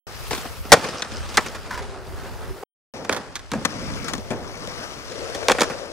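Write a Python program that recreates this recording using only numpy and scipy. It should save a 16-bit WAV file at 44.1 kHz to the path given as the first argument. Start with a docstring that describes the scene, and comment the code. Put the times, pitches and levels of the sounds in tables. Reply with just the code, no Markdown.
"""Skateboards roll, pop, slap and land at an outdoor concrete park; a second rider rolls on the left.
Each contact rings the deck and trucks; boards judder, loose washers tick, a dragged wheel skids.
Rough concrete makes the wheels rumble and hiss; a hollow box booms. Walls answer the hits, wind buffets
the two microphone ports in opposite directions, and a faint high hiss swells and fades.
One landing overloads the input. Near the middle, after a faint dull click, all drops out for 0.3 s."""
import sys
import numpy as np
from scipy import signal
from scipy.fft import rfft, irfft, next_fast_len
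from scipy.io import wavfile
from scipy.ndimage import uniform_filter1d, map_coordinates

SR = 44100
rng = np.random.default_rng(int(sys.argv[2]) if len(sys.argv) > 2 else 0)


def generate_wav(signal):
    """Clip the signal to [-1, 1] and save it as 16-bit WAV at the path in sys.argv[1]."""
    frames = np.transpose(np.atleast_2d(signal))
    scaled = np.clip(frames, -1, 1) * 32767
    pcm = np.round(scaled).astype(np.int16)
    wavfile.write(sys.argv[1], SR, pcm)


N = 261422

# Knocks: board contacts, except at 2.628 s, a faint dull click just before the sound drops out.
# Each row: time in seconds, strength in dB, brightness (truck over deck modes) in dB,
# clack over strength in dB, chatter length in ms.
KNOCKS = [(0.309, -25, -7.5, -4.5, 14), (0.3309, -26.5, -2.5, 0.5, 9.1), (0.3491, -32.5, 5, 0.5, 8.3),
          (0.378, -34.5, 2, -3.5, 14), (.452, -38, -9, 1, 19), (.652, -44, -16, -8.5, 10),
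          (0.7194, -1, -1.5, 2.5, 19), (.7266, 0, 0.5, -9, 12), (.734, -9.5, -5.5, -7, 12),
          (.768, -34, -13, -3.5, 19), (.843, -33, 0, 4.5, 16), (0.887, -34.5, 2, 1.5, 13),
          (.996, -44, 3, 4, 14), (1.0212, -30, 14.5, 5, 9.9), (1.047, -37.5, -2.5, 3, 12),
          (1.119, -36.5, -2, 0.5, 12), (1.29, -41.5, 2.5, 1, 23), (1.343, -39, 8, 2.5, 25),
          (1.3715, -22.5, 14.5, 5.5, 6.6), (1.376, -18.5, -3.5, 6.5, 16), (1.462, -37, 5, 6, 18),
          (1.548, -37, -3, 2.5, 25), (1.824, -44, 2, 5, 22), (2.628, -44, -25.5, -12, 31),
          (3.048, -36, -4.5, 1, 11), (3.0945, -22, -3, 5, 6.2), (3.116, -37, -3.5, 1, 7),
          (3.126, -26, 2.5, 0.5, 13), (3.146, -34.5, 0, 3, 13), (3.1643, -30, -3.5, 0.5, 20),
          (3.3551, -36.5, 16, 5, 19), (3.393, -46, 9, 6, 13), (3.5167, -29.5, 3, 0.5, 8.6),
          (3.535, -30, -8, 3.5, 11), (3.549, -39.5, -10.5, -0.5, 34), (3.65, -23.5, 2.5, 2.5, 14),
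          (3.654, -24, 9.5, 3, 6), (4.045, -39.5, 7.5, 0, 11), (4.082, -35, 12, 4.5, 22),
          (4.135, -27.5, 6, 1.5, 8.6), (4.151, -36.5, 1, -1, 8), (4.18, -38.5, -0.5, -4, 11),
          (4.305, -32, -9, -1.5, 27), (4.331, -43.5, -7, 4.5, 18), (4.674, -34, -4, -9, 6.3),
          (5.12, -37.5, 1, -0.5, 8.8), (5.348, -32.5, 1.5, -1.5, 17), (5.484, -15, -2.5, 2, 8.2),
          (5.4965, -20.5, -7.5, 7, 11), (5.509, -21.5, -13, -7.5, 12), (5.5176, -18.5, 4.5, 4, 6.5),
          (5.549, -34.5, -11, 4, 12), (5.5847, -26, -10, 5.5, 8.5), (5.597, -29.5, -1, 2, 11),
          (5.6072, -18.5, -1, -3, 8.4), (5.616, -16, -1.5, 1.5, 12), (5.632, -25.5, -1, 0, 17),
          (5.699, -37, -6, 5.5, 32)]
# Knock position. Each row: time in seconds, left over right in dB, treble loss in dB (sign ignored).
KNOCK_POSITION = [(.3, 4, -2.5), (.72, 1, 2), (.9, 4, 20), (1.3, 1, 10), (1.8, -0.5, 3), (3.05, -1.5, 1.5),
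                  (3.2, -5, 4), (3.5, -1, 3.5), (3.65, 6.5, 7.5), (4.7, 8, 6), (5.35, 0.5, 5), (5.6, 0, 6),
                  (5.63, -1, 2.5)]
# Resonances. Each row: centre in Hz, width in Hz, relative gain in dB.
THUMP_MODES = [(118, 79, -8.5), (220, 63, 1), (312, 140, -3.5)]
DECK_MODES = [(389.5, 210, -10), (525, 94, 2.5), (617, 49, 0), (775, 150, -1.5)]
CLACK_MODES = [(1100, 130, 1.5), (1311, 180, 0.5), (1458, 230, 0.5), (1811, 300, -0.5), (2380, 340, -1.5),
               (2556, 320, -3)]
TRUCK_MODES = [(3490, 520, 0), (4430, 620, -1.5), (5700, 1000, -2), (7000, 1190, -3.5), (8960, 2000, -7),
               (13300, 11000, -20.5)]
WASHER_MODES = [(2920, 580, -1), (5100, 360, 5.5), (6200, 600, -2.5), (7350, 740, -12.5)]
SKID_MODES = [(978, 61, 2), (1453, 86, 2), (1830, 280, -7), (5180, 3000, -22.5)]
# Washer rattles and wheel skids. Each row: start and end in seconds, drive in dB, pulses per second.
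RATTLE_SPELLS = [(.805, .83, -37, 100), (.87, .935, -37, 100), (.972, 1.012, -28.5, 89),
                 (1.113, 1.19, -36, 86), (1.285, 1.31, -38, 130), (1.465, 1.49, -33, 106)]
SKID_SPELLS = [(1.705, 1.76, -29, 130), (1.765, 1.795, -33, 130)]
# Shaking after a pop or landing. Each row: start in seconds, level and brightness in dB, T60 in seconds.
BOARD_JUDDERS = [(.31, -33, 7, 0.41), (.745, -31, -0.5, 1.4), (.83, -35, 6, 0.34), (1.39, -36, 3.5, 0.68),
                 (3.1, -28.5, -6, .6), (3.519, -34, -7, 0.41), (4.31, -33.5, -17, 0.78),
                 (5.5, -34, 3.5, 0.59), (5.63, -39.5, -1, 0.68)]
# Rolling, ahead and on the left. Each row: time in seconds, level in dB, brightness in dB.
AHEAD_ROLLING = [(.07, -43.5, 0.5), (.29, -46, 8), (.53, -43, 4), (.62, -53, 6.5), (.7, -39, 1),
                 (1.05, -41.5, 2), (1.3, -41, 3.5), (1.58, -43, 0), (1.8, -38, -1), (2.0, -44.5, -3),
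                 (2.2, -42, -1.5), (2.47, -42.5, -2), (2.63, -45, -1.5), (2.94, -42.5, -20.5),
                 (3.07, -41.5, -10), (3.3, -49, -2), (3.5, -53.5, 3.5), (3.6, -43, -4), (3.9, -46, -2),
                 (4.1, -44.5, -5), (4.29, -49, 1), (4.42, -49, -12), (4.7, -45, -9), (5.0, -50, 1.5),
                 (5.2, -48.5, 7), (5.47, -47, 2), (5.74, -40.5, -5), (5.92, -51.5, -6)]
LEFT_ROLLING = [(.07, -51, 9.5), (.42, -46, -3), (.7, -57, 2), (2.9, -71, 3), (2.94, -43.5, 0),
                (3.07, -49.5, -2.5), (3.5, -62.5, 16.5), (3.7, -42.5, 4), (4.1, -41.5, 0.5),
                (4.23, -48, -5.5), (4.55, -44.5, 2), (4.8, -40.5, 5), (5.0, -46, 3.5), (5.2, -40.5, -3.5),
                (5.4, -36.5, -6), (5.54, -40, -2.5), (5.66, -39.5, -1.5), (5.92, -42, -8)]
# Balance of rumble (ahead only), hum, growl and hiss. Each row: offset in dB, dB per dB of brightness.
AHEAD_BALANCE = [(-6, -0.4), (-0.5, -0.18), (-1.5, 0.24), (-4, 1.02)]
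LEFT_BALANCE = [(0, -.6), (0.27, 0.32), (-1.1, 0.3)]
# Tones in the rolling noise. Each row: start and end in seconds, pitch and width in Hz, level in dB,
# left over right in dB.
SINGING_BANDS = [(1.8, 2.643, 386, 70, -46.5, 0), (3.716, 4.102, 2260, 497, -51, 9),
                 (4.022, 4.122, 1290, 120, -40.5, 7), (4.027, 4.11, 5550, 1200, -43, 7),
                 (3.53, 3.611, 213, 40, -34, 1), (5.1, 5.897, 533, 120, -42.5, 8)]
# Envelopes of the hollow box, the wind and the high hiss. Each row: time in seconds, level in dB.
BOX_LEVEL = [(3.5, -73), (3.53, -30.5), (3.62, -38), (3.9, -33.5), (4.1, -38.5), (4.29, -50), (4.33, -46),
             (4.42, -46), (4.7, -45.5), (5.2, -47.5), (5.4, -56)]
WIND_LEVEL = [(.08, -42), (.34, -33.5), (.48, -40), (.61, -32), (.75, -43), (1.02, -51), (1.15, -32),
              (1.69, -41.5), (1.82, -32.5), (1.96, -42), (2.09, -32.5), (2.23, -37.5), (2.5, -33.5),
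              (2.63, -50), (2.94, -51.5), (3.41, -44.5), (3.57, -38), (3.73, -45), (3.88, -33.5),
              (4.04, -38), (4.35, -38), (4.98, -44.5), (5.45, -39), (5.76, -42), (5.92, -48)]
HIGH_HISS_LEVEL = [(.08, -56), (.34, -44.5), (.48, -49), (.75, -52.5), (1.05, -67), (1.42, -52.5),
                   (1.96, -74), (2.09, -57), (2.63, -55.5), (2.94, -68), (3.41, -81), (4.04, -57),
                   (4.35, -66), (4.82, -59.5), (5.14, -65.5), (5.55, -62), (5.92, -72.5)]
# Noise spectra. Each row: frequency in Hz, relative density in dB.
GROUND_SPECTRUM = [(60, -10.5), (110, -5), (215, -3), (300, -3.5), (420, -31)]
BOX_SPECTRUM = [(35, -21), (70, -10), (120, -3), (215, -3), (320, -7), (450, -27)]
DECK_SPECTRUM = [(220, -32), (320, -6.5), (400, -1.5), (520, -0.5), (650, -3), (900, -5), (1200, -28)]
TREAD_SPECTRUM = [(600, -13.5), (900, -1.5), (1250, 3), (1700, -1), (2100, -5), (2800, -29.5),
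                  (4000, -28.5)]
BEARING_SPECTRUM = [(1500, -13), (2500, 1.5), (3800, -3), (5100, -2), (6300, -6.5), (8000, -9),
                    (10300, -13), (11500, -24), (16000, -37)]
LEFT_DECK_SPECTRUM = [(220, -14.5), (370, -6.5), (460, -1.5), (570, -4.5), (660, -6.5), (1000, -31)]
LEFT_TREAD_SPECTRUM = [(600, -18), (850, -3.5), (1150, 0.5), (1600, -4.5), (2300, -5.5), (2700, -8),
                       (4000, -25)]
LEFT_BEARING_SPECTRUM = [(2000, -21.5), (3000, -1.5), (4100, -1), (5600, 2), (6500, -4), (7300, -10),
                         (8900, -11), (10300, -11), (11300, -22.5), (16000, -34.5)]
WIND_SPECTRUM = [(15, -29), (30, -10), (60, -5), (100, -7.5), (150, -15.5), (300, -41.5), (600, -58.5)]
HIGH_HISS_SPECTRUM = [(5000, -17), (9000, 1), (12000, 2.5), (16000, -1)]
# Decay of the wall reflections. Each row: frequency in Hz, T60 in seconds.
WALL_DECAY = [(150, 0.1), (1000, 0.17), (4000, 0.15), (12000, 0.052)]
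# Stretches with sound. Each row: start and end in seconds.
AUDIBLE_SPANS = [(.0679, 2.637), (2.9384, 5.9265)]


def knocks(lead_samples_per_db=.8, dull_hz=10000):
    """Board contacts and one dull click: a hard jolt and fading chatter ring four resonance groups."""
    groups = (THUMP_MODES, DECK_MODES, CLACK_MODES, TRUCK_MODES)
    port_spread = np.array([.05, .08, .25, .3])[:, None]  # the ports differ more in higher groups
    fall_db = np.array([11, 13.1, 13, 16.2])[:, None]  # over one chatter length
    t = np.arange(SR // 10) / SR
    jolts = np.zeros((4, 2, N + len(t)))
    side_db, loss_db = curves(KNOCK_POSITION)
    for time_s, db, bright_db, clack_db, chatter_ms in KNOCKS:
        pan_db = side_db[round(time_s * SR)]
        deck_db, truck_db = db - bright_db / 2, db + bright_db / 2
        on_box = 3.5 < time_s < 4.4  # the hollow box thumps harder
        thump_db = -13.5 + 0.7 * deck_db + 6.5 * on_box
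        levels_db = np.array([thump_db, deck_db, db + clack_db, truck_db])[:, None]
        envelope = amp(levels_db - fall_db * (1000 * t / chatter_ms) ** 1.55)
        uneven_db = 2.1 * np.repeat(rng.standard_normal(len(t) // 30), 30)  # 0.7 ms steps
        common, opposed = rng.standard_normal((2, len(t))) * amp(uneven_db)
        common[0] = 9.1  # first jolt
        for port, side in enumerate((1, -1)):
            start = round(time_s * SR - side * lead_samples_per_db * pan_db / 2)
            chatter = common + side * port_spread * opposed
            jolts[:, port, start:start + len(t)] += envelope * amp(side * pan_db / 2) * chatter
    near = sum(ringing(drive[:, :N], modes) for drive, modes in zip(jolts, groups))
    treble = filtered(near, lambda hz: 1 / (1 + (dull_hz / (hz + 1)) ** 6))
    return near - treble * (1 - amp(-abs(loss_db)))  # distance takes the treble


def stutter(spells, modes, puff_t60_s, jitter_periods):
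    """A ticking washer or slipping wheel: short noise puffs at an uneven rate ring its resonances."""
    kicks = np.zeros(N)
    for start_s, end_s, db, rate_hz in spells:
        offset, size = rng.standard_normal((2, 40))
        times_s = start_s + (np.arange(40) + jitter_periods * offset) / rate_hz
        inside = times_s < end_s
        kicks[(times_s[inside] * SR).astype(int)] = amp(db + 3.6 * size[inside])
    t = np.arange(SR // 50) / SR
    envelope = signal.fftconvolve(kicks, amp(-60 * t / puff_t60_s))[:N]
    return ringing(envelope * rng.standard_normal(N), modes)


def wheels_ahead():
    """Hard wheels on rough concrete shake the ground, hollow box, deck, treads and bearings."""
    rolling_db = part_levels_db(*curves(AHEAD_ROLLING), AHEAD_BALANCE)
    ground, deck, tread, bearing = np.sqrt(amp(rolling_db) ** 2 + judder_power())
    bumps = amp(.9 * wobble(40))  # cracks and pebbles jolt every part at once
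    rumble = ground * placed(noise_pair(GROUND_SPECTRUM), diffuse=.08)
    boom = amp(*curves(BOX_LEVEL)) * placed(noise_pair(BOX_SPECTRUM), diffuse=.08)
    hum = deck * placed(noise_pair(DECK_SPECTRUM), diffuse=.062)
    growl = tread * placed(noise_pair(TREAD_SPECTRUM), diffuse=.13)
    hiss = bearing * placed(noise_pair(BEARING_SPECTRUM), diffuse=.22)
    return bumps * (rumble + boom + hum + growl + hiss)


def judder_power(rise_s=.004):
    """Power in each part as the board shakes on after a hit: quick rise, exponential fall."""
    t = np.arange(N) / SR
    power = np.zeros((len(AHEAD_BALANCE), N))
    for start_s, db, bright_db, t60_s in BOARD_JUDDERS:
        age_s = np.maximum(t - start_s, 0)
        envelope = (1 - np.exp(-age_s / rise_s)) * amp(-60 * age_s / t60_s)
        gains = amp(part_levels_db(db, bright_db, AHEAD_BALANCE))[:, None]
        power += (gains * envelope) ** 2
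    return power


def wheels_left():
    """Deck, treads and bearings of a second board, louder and earlier at the left port."""
    deck, tread, bearing = amp(part_levels_db(*curves(LEFT_ROLLING), LEFT_BALANCE))
    bumps = amp(.8 * wobble(40))
    hum = deck * placed(noise_pair(LEFT_DECK_SPECTRUM), diffuse=.1, pan_db=9, lead_samples=6)
    growl = tread * placed(noise_pair(LEFT_TREAD_SPECTRUM), diffuse=.36, pan_db=7.5, lead_samples=6)
    hiss = bearing * placed(noise_pair(LEFT_BEARING_SPECTRUM), diffuse=.18, pan_db=8, lead_samples=6)
    return bumps * (hum + growl + hiss)


def wheel_singing(fade_s=.026):
    """Rolling noise held in narrow resonances, each fading in and out."""
    t = np.arange(N) / SR
    noise = rng.standard_normal((2, N))
    tones = np.zeros((2, N))
    for start_s, end_s, pitch_hz, width_hz, db, pan_db in SINGING_BANDS:
        band = unit_rms(filtered(noise, lambda hz: 1 / (1 + (2 * (hz - pitch_hz) / width_hz) ** 2)))
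        fade = np.clip(np.minimum(t - start_s, end_s - t) / fade_s, 0, 1)
        tones += amp(db + 2.4 * wobble(14)) * fade * placed(band, diffuse=.047, pan_db=pan_db)
    return tones


def wall_reflections(hits, delay_samples=400):
    """Ramps and buildings answer, mostly from ahead; each frequency dies at its own rate."""
    hz, t, noise = signal.stft(rng.standard_normal((2, SR // 2)), SR, nperseg=256)
    t60_s = np.interp(hz, *np.transpose(WALL_DECAY))[:, None]
    ahead, across = signal.istft(noise * amp(-60 * t / t60_s), SR, nperseg=256)[1]
    tail = (ahead + .36 * antiphase(across)) / np.linalg.norm(ahead)
    delayed = np.pad(hits.mean(axis=0), (delay_samples, 0))
    return signal.fftconvolve(delayed[None], tail, axes=1)[:, :N]


def wind():
    """Wind pushes the two ports in opposite directions, in lumps."""
    push, common = noise_pair(WIND_SPECTRUM) * amp(.72 * wobble(51))
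    return amp(*curves(WIND_LEVEL)) * (antiphase(unit_rms(push)) + .42 * unit_rms(common))


def high_hiss():
    """A faint high hiss that swells and fades."""
    mid, side = noise_pair(HIGH_HISS_SPECTRUM)
    return amp(*curves(HIGH_HISS_LEVEL)) * (mid + .55 * antiphase(side))


def amp(db):
    return 10 ** (np.asarray(db) / 20)


def unit_rms(x):
    return x / np.sqrt(np.mean(x ** 2) + 1e-20)


def antiphase(x):
    return x * [[1], [-1]]


def part_levels_db(level_db, bright_db, balance):
    return [level_db + offset_db + slope * bright_db for offset_db, slope in balance]


def curves(rows):
    """One value per sample for each column after the time."""
    times_s, *columns = np.transpose(rows)
    return [np.interp(np.arange(N) / SR, times_s, column) for column in columns]


def wobble(rate_hz):
    """Smooth random curve through rate_hz knots a second."""
    knots = rng.standard_normal(int(N * rate_hz / SR) + 4)
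    return map_coordinates(knots, [np.arange(N) * rate_hz / SR])


def filtered(x, response):
    """Apply a complex frequency response."""
    size = next_fast_len(N + SR // 2)
    return irfft(rfft(x, size) * response(np.fft.rfftfreq(size, 1 / SR)), size)[..., :N]


def ringing(x, modes):
    """Causal resonances of alternating sign, with a mean power gain of 1."""
    def response(hz):
        gain = sum((-1) ** k * amp(db) * 1j * hz * width / (centre ** 2 - hz ** 2 + 1j * hz * width)
                   for k, (centre, width, db) in enumerate(modes))
        return gain / np.sqrt(np.mean(abs(gain) ** 2))
    return filtered(x, response)


def noise_pair(spectrum, patch_db=1.3, grit_db=1.5):
    """Two unrelated shaped noises of rms 1, with patches of random gain and a fine grit."""
    def response(hz):
        knot_hz, db = np.transpose(spectrum)
        return amp(np.interp(np.log(hz + 1), np.log(knot_hz + 1), db, left=2 * db[0], right=2 * db[-1]))
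    cells = signal.stft(rng.standard_normal((2, N)), nperseg=512)[2]
    patches = uniform_filter1d(rng.standard_normal(cells.shape[1:]), size=6, axis=0)
    patches = unit_rms(uniform_filter1d(patches, size=8, axis=1))
    patchy = signal.istft(cells * amp(patch_db * patches), nperseg=512)[1][:, :N]
    gritty = patchy * amp(grit_db * wobble(300))
    return unit_rms(filtered(gritty, response))


def placed(pair, diffuse, pan_db=0, lead_samples=0):
    """First noise direct, second scattered with power share diffuse; pan and lead favour the left."""
    direct = np.array([pair[0], np.roll(pair[0], lead_samples)])
    mix = np.sqrt(1 - diffuse) * direct + np.sqrt(diffuse) * antiphase(pair[1])
    return mix * amp([[pan_db / 2], [-pan_db / 2]])


def scene():
    """Hits and their reflections over rolling, wind and a faint high hiss."""
    hits = knocks()
    hits += stutter(RATTLE_SPELLS, WASHER_MODES, puff_t60_s=.018, jitter_periods=.15)
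    hits += stutter(SKID_SPELLS, SKID_MODES, puff_t60_s=.047, jitter_periods=.22)
    reflections = amp(-25) * wall_reflections(hits)
    return hits + reflections + wheels_ahead() + wheels_left() + wheel_singing() + wind() + high_hiss()


def record(dry):
    """Soft clipping near full scale, silence outside the audible spans, then a band limit."""
    ceiling, top_hz = .95, 15750
    clipped = dry / (1 + abs(dry / ceiling) ** 10) ** (1 / 10)
    t = np.arange(N) / SR
    gate = sum((t > start_s) & (t < end_s) for start_s, end_s in AUDIBLE_SPANS)
    return filtered(clipped * gate, lambda hz: hz < top_hz)


dry = scene()
out = record(dry)
generate_wav(out)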